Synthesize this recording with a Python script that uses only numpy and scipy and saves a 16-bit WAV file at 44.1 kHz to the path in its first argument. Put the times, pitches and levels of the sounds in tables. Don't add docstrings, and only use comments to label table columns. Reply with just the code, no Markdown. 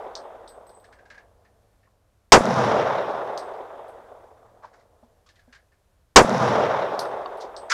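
import sys
import numpy as np
from scipy import signal
from scipy.fft import rfft, irfft, next_fast_len
from scipy.io import wavfile
from scipy.ndimage import uniform_filter1d, map_coordinates

SR = 44100
rng = np.random.default_rng(int(sys.argv[2]) if len(sys.argv) > 2 else 0)


def unload_audio(sound):
    columns = np.transpose(np.atleast_2d(sound))
    steps = np.round(np.clip(columns, -1, 1) * 32767)
    wavfile.write(sys.argv[1], SR, steps.astype(np.int16))


def ratio_of_db(decibels):
    return 10 ** (np.asarray(decibels, float) / 20)


N = 340878


def unit(x):
    return x / np.sqrt(np.mean(x ** 2) + 1e-20)


def along(points, hz):
    f, v = np.transpose(points)
    return np.interp(np.log(hz + 1), np.log(f + 1), v)


def filtered(x, response):
    m = next_fast_len(len(x) + 8192)
    return irfft(rfft(x, m) * response(np.fft.rfftfreq(m, 1 / SR)), m)[:len(x)]


def noise(size, spectrum):
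    return unit(filtered(rng.standard_normal(size), lambda hz: ratio_of_db(along(spectrum, hz))))


def band(size, centre_hz, octaves):
    hz = np.fft.rfftfreq(size, 1 / SR) + 1
    bell = np.exp(-.5 * (np.log2(hz / centre_hz) / octaves) ** 2)
    return unit(irfft(rfft(rng.standard_normal(size)) * bell, size))


def fade(t, t60, attack):
    return ratio_of_db(-60 * t / t60) * (1 - np.exp(-t / attack))


def wobble(size, rate):
    return map_coordinates(rng.standard_normal(size // 400), [np.arange(size) * rate / SR])


def arrival(t, s, rise, db, fall):
    return ratio_of_db(2 * (db - fall * (t - s))) / (1 + np.exp(-(t - s) / rise))


def add(track, s, sound):
    i = round(s * SR)
    part = sound[max(-i, 0):][:N - max(i, 0)]
    track[max(i, 0):][:len(part)] += part


# (time [s], level [dB])
SHOTS = [
    (-1.22, -1),
    (2.3203, 0),
    (6.1596, 0),
]
# (frequency [Hz], level [dB per Hz])
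CRACK = [(35, -51), (60, -21), (673, -2), (3500, -13), (3760, -13), (5710, -6.5), (8470, -23), (9740, -39),
         (15500, -42)]


def shots():
    answer = hills()
    t = np.arange(SR // 5) / SR
    answer[:len(t)] += roof(t)
    slaps(answer, t)
    track = np.zeros(N)
    for s, db in SHOTS:
        add(track, s, ratio_of_db(db) * answer)
        add(track, s, ratio_of_db(db + 13) * fade(t, .065, .002) * noise(len(t), CRACK))
    return track


# (frequency [Hz], level [dB per Hz])
ROOF = [(35, -42), (60, -12), (175, -14), (376, 0), (1100, -3), (2590, -20), (2840, -26), (6560, -25),
        (15500, -53)]


def roof(t):
    boom = filtered(noise(len(t), ROOF), lambda hz: 1 / (1 + (hz / 7000) ** 2))
    return ratio_of_db(10) * fade(t, .19, .004) * boom / (1 + (t / .06) ** 9)


FIRST = 2.3203
# (time [s], level [dB], frequency [Hz])
SLAPS = [
    (2.3707, -7, 420),
    (2.3772, -1, 430),
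    (2.4081, -9, 430),
    (2.4554, -37, 5800),
    (2.4554, -22, 1200),
    (2.465, -38, 3800),
    (2.4895, -41, 4500),
    (2.5407, -39, 5500),
    (2.5646, -40, 4000),
]


def slaps(answer, t):
    for s, db, hz in SLAPS:
        u = t * 2 * np.pi * hz
        spread = 1.6 * (hz / 430) ** .55
        add(answer, s - FIRST, -ratio_of_db(db + 7) * np.sin(u) * u * np.exp(-u / spread))
        scatter = (hz > 2000) * fade(t, .025, .0005) * band(len(t), hz, .6)
        add(answer, s - FIRST, ratio_of_db(db - 3) * scatter)


# (frequency [Hz], level [dB per Hz])
HILL_COLOUR = [(140, -40), (230, -13), (340, -12), (480, -5), (650, -3), (900, -6.5), (1200, -11),
               (2900, -30), (3600, -28), (4400, -35), (5600, -31), (8400, -50), (10600, -49), (11400, -64)]
# (frequency [Hz], loss [dB per s])
HILL_LOSS = [(200, 30), (290, 16), (380, -3), (600, 0), (1100, 4), (2500, 12), (3600, 10), (4500, 24),
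             (6000, 33), (8000, 38), (12000, 50)]


def hills():
    size = 4 * SR
    hz, t, z = signal.stft(noise(size, HILL_COLOUR), SR, nperseg=512)
    spent = .8 * (1 - np.exp(-np.maximum(t - .27, 0) / .8))
    patches = uniform_filter1d(rng.standard_normal(z.shape), size=9, axis=0)
    patches = uniform_filter1d(patches, size=8, axis=1)
    z = z * ratio_of_db(1.2 * unit(patches) - .5 - np.outer(along(HILL_LOSS, hz), spent))
    roll = signal.istft(z, SR, nperseg=512)[1][:size]

    t = np.arange(size) / SR
    delay, swell = .295, .04
    fence = ratio_of_db(2 * (-21.5 - 30 * t))
    slopes = arrival(t, delay, swell, db=-15, fall=21)
    valley = arrival(t, delay, swell, db=-33, fall=14)
    lumps = 1.5 * wobble(size, rate=90)
    roll = roll * np.sqrt(fence + slopes + valley) * ratio_of_db(lumps)
    veil = ratio_of_db(-58.5 - 9.5 * t) * band(size, 5600, .95)
    sizzle = ratio_of_db(-17 - 310 * t) * band(size, 6300, .47)
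    return roll + veil + sizzle + bank(size)


# (frequency [Hz], level [dB per Hz])
BASS_COLOUR = [(25, -32), (70, -24), (105, -10), (130, 0), (155, -5), (190, 0), (240, -4), (310, -22),
               (500, -120)]


def bank(size):
    hz, t, z = signal.stft(noise(size, BASS_COLOUR), SR, nperseg=2048)
    fall = 43
    delay = .165 + .09 * np.log2(150 / np.clip(hz, 40, 400))[:, None]
    early = ratio_of_db(2 * (-42 - fall * t))
    z = z * np.sqrt(arrival(t, delay, .015, -21.5, fall) + early)
    return signal.istft(z, SR, nperseg=2048)[1][:size]


# (frequency [Hz], t60 [s])
BRASS = [(8030, .2), (8110, .36), (8200, .28)]
# (frequency [Hz], t60 [s])
BRASS_HIGH = [(13750, .13), (13900, .13), (14050, .1), (14400, .14)]


def rings(modes, t):
    total = 0
    for hz, t60 in modes:
        strength = ratio_of_db(rng.normal(0, 2) - 60 * t / t60)
        total = total + strength * np.sin(2 * np.pi * (hz * t + rng.random()))
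    return total


# (time [s], base [dB], rim [dB], ring [dB], high ring [dB])
CLINKS = [(0.1531, -22, -61, -55, -82), (0.4768, -38, -69, -51, -70), (0.4904, -44, -61, -49, -60),
          (0.6669, -56, -70, -57, -63), (0.6938, -49, -65, -58, -67), (0.7432, -61, -77, -55, -80),
          (0.7994, -59, -76, -62, -64), (0.842, -52, -74, -66, -79), (0.9253, -54, -76, -68, -78),
          (3.3762, -24, -51, -51, -60), (3.5373, -50, -74, -77, -81), (3.8815, -55, -59, -67, -70),
          (6.9922, -18, -36, -53, -55), (7.0521, -38, -59, -64, -74), (7.3728, -48, -58, -68, -80),
          (7.5649, -29, -73, -48, -72)]


def casings():
    track, t = np.zeros(N), np.arange(SR // 3) / SR
    for s, db, rim_db, ring_db, high_db in CLINKS:
        smear = fade(t, .13, .006)
        tick_hz = 4150 + 15 * (db + 55)
        base = (fade(t, .012, .0002) + ratio_of_db(-10.5) * smear) * band(len(t), tick_hz, .31)
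        rim = smear * band(len(t), 10200, .2)
        rim += 1.7 * fade(t, .012, .0003) * band(len(t), 10500, .32)
        tick = ratio_of_db(db) * base + ratio_of_db(rim_db) * rim
        ring = ratio_of_db(ring_db - 3) * rings(BRASS, t) + ratio_of_db(high_db - 7) * rings(BRASS_HIGH, t)
        add(track, s, ratio_of_db(-3) * tick + ring * (1 - np.exp(-t / .002)))
    return track


# (time [s], peak [dB], frequency [Hz], rattle [dB])
KNOCKS = [(.8413, -52, 1710, -7), (.9252, -45, 1680, -14), (.986, -48, 1620, -19), (1.0539, -50, 1630, -14),
          (1.1008, -38, 1660, -13), (1.1432, -44, 1660, -16), (1.1776, -42, 1670, -16),
          (1.448, -55, 1800, -13), (1.8306, -57, 1800, -20), (1.8694, -60, 1070, -25),
          (5.2619, -56, 1170, -1), (5.288, -52, 1700, -2), (5.3562, -55, 1900, -6), (5.3901, -55, 1670, -8),
          (5.4854, -60, 1650, -20), (5.5255, -43, 1680, -9), (5.548, -46, 1680, -9),
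          (5.7174, -59, 1770, -17)]


def knocks(track, t):
    for s, db, hz, rattle_db in KNOCKS:
        body = .9 * band(len(t), hz, .07) + .15 * band(len(t), 1.27 * hz, .07)
        body += .6 * band(len(t), hz, .45)
        rattle = ratio_of_db(rattle_db + 3.5) * fade(t, .15, .001) * band(len(t), 3800, .6)
        add(track, s, ratio_of_db(db - 5) * (fade(t, .18, .002) * body + rattle))


# (time [s], level [dB])
SNAP = (7.2586, -26)
# (frequency [Hz], level [dB], t60 [s])
CATCH = [(1100, 0, .04), (2900, -14, .018), (3700, -13, .018), (4500, -13, .018)]


def catch(track, t):
    snap = sum(ratio_of_db(db) * fade(t, t60, .001) * np.sin(2 * np.pi * hz * t) for hz, db, t60 in CATCH)
    add(track, SNAP[0], ratio_of_db(SNAP[1] + 5) * snap)


# (time [s], peak [dB], frequency [Hz], tap [dB])
THUDS = [
    (5.027, -51, 237, -1),
    (5.476, -52, 245, -11),
]


def thuds(track, t):
    for s, db, hz, tap_db in THUDS:
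        board = fade(t, .075, .06) * 1.8 * np.sin(2 * np.pi * hz * t)
        tap = ratio_of_db(tap_db - 11) * fade(t, .06, .002) * band(len(t), 700, .4)
        add(track, s, ratio_of_db(db + 18.5) * (board + tap))


# (peak time [s], level [dB], rise [s], fall [s], frequency [Hz])
SCRAPES = [(4.648, -42, .016, .045, 850), (4.648, -52, .018, .06, 1500), (4.648, -64, .018, .08, 4300),
           (4.74, -56, .008, .07, 1400), (4.74, -67, .008, .1, 4800), (4.81, -64, .02, .06, 1400),
           (4.81, -72, .02, .08, 4500), (5.04, -75, .005, .05, 4500), (5.545, -59, .01, .05, 900),
           (7.058, -33, .003, .02, 900), (7.416, -44, .01, .05, 4300), (7.416, -60, .01, .04, 8000),
           (7.702, -27, .003, .1, 1700), (7.702, -28, .003, .1, 4700), (7.722, -20, .013, .1, 1400),
           (7.722, -23.5, .013, .1, 4500)]


def scrapes(track, t):
    lead = .08
    for s, db, rise, fall, hz in SCRAPES:
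        u = t - lead
        stroke = np.where(u < 0, np.exp(-(u / rise) ** 2), ratio_of_db(-20 * np.maximum(u, 0) / fall))
        grit = 2 * wobble(len(t), rate=250)
        add(track, s - lead, ratio_of_db(db - 1 + grit) * stroke * band(len(t), hz, .47))


def handling():
    track, t = np.zeros(N), np.arange(SR // 4) / SR
    for source in (knocks, catch, thuds, scrapes):
        source(track, t)
    return track


# (time [s], frequency [Hz], level [dB])
ENGINE = [(0, 104, -70), (1.0, 99, -68), (2.2, 102, -67), (3.6, 104, -74), (3.9, 112, -64), (4.7, 108, -68),
          (5.0, 100, -77), (5.5, 93, -73), (7.73, 90, -72)]


def motor(t):
    s, hz, db = np.transpose(ENGINE)
    turns = np.cumsum(np.interp(t, s, hz) + 1.5 * wobble(N, rate=4)) / SR
    tone = np.sin(2 * np.pi * turns) + .3 * np.sin(4 * np.pi * turns)
    return ratio_of_db(np.interp(t, s, db) + .5 + 2.2 * wobble(N, rate=8)) * tone


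# (time [s], level [dB])
TRAFFIC = [(0, -65), (1.2, -72), (2.2, -84), (3.6, -68), (4.8, -73), (5.6, -86), (7.73, -66)]
# (time [s], level [dB], applied 2.5-fold)
GUSTS = [(0, 1.5), (1.1, 1), (1.35, 3.5), (1.6, 0), (4.5, -2), (6, -2), (7.73, 2.5)]
# (frequency [Hz], level [dB per Hz])
AIR = [(12, -32), (20, -5), (79, -1.5), (228, -23), (607, -18), (849, -24), (1090, -24), (1290, -27),
       (1440, -25), (2260, -32), (12400, -38), (14700, -44), (16000, -54)]


def outdoors():
    t = np.arange(N) / SR
    road = ratio_of_db(np.interp(t, *np.transpose(TRAFFIC))) * band(N, 250, .45)
    gust_db = -72 + 2.5 * np.interp(t, *np.transpose(GUSTS)) + 3 * wobble(N, rate=6)
    gusts = ratio_of_db(gust_db) * band(N, 40, .6)
    air = ratio_of_db(-64.3 + .8 * wobble(N, rate=5)) * noise(N, AIR)
    return air + motor(t) + road + gusts


def scene():
    return (shots() + casings() + handling() + outdoors())[None]


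def low_pass(x):
    return signal.sosfilt(signal.butter(12, 16390, fs=SR, output="sos"), x)


def record(dry):
    t, x = np.arange(N) / SR, dry[0]
    since = np.min([np.where(t >= s, t - s, 9) for s, db in SHOTS], axis=0)
    ceiling = .43 + .54 * np.exp(-(since / .029) ** 2) + np.maximum(since - .1, 0)
    bias = .45 * (1 - np.exp(-since / .02)) / (1 + (since / .058) ** 9)
    x = x + bias
    x = x / (1 + np.abs(x / np.where(x > 0, ceiling, .95)) ** 3) ** (1 / 3)
    swing = .3 * np.sin(2 * np.pi * 45 * since) * np.exp(-since / .018)
    x = x - .35 * bias + swing
    x = filtered(x, lambda hz: 1j * hz / (18 + 1j * hz))
    dull = filtered(x, lambda hz: np.where(hz < 8600, 1, ratio_of_db(-24 - hz / 2500)))
    x = np.where(since < .027, dull, x)
    mix = np.clip(.92 * x, -1, 1)[None]
    return low_pass(mix)


dry = scene()
out = record(dry)
unload_audio(out)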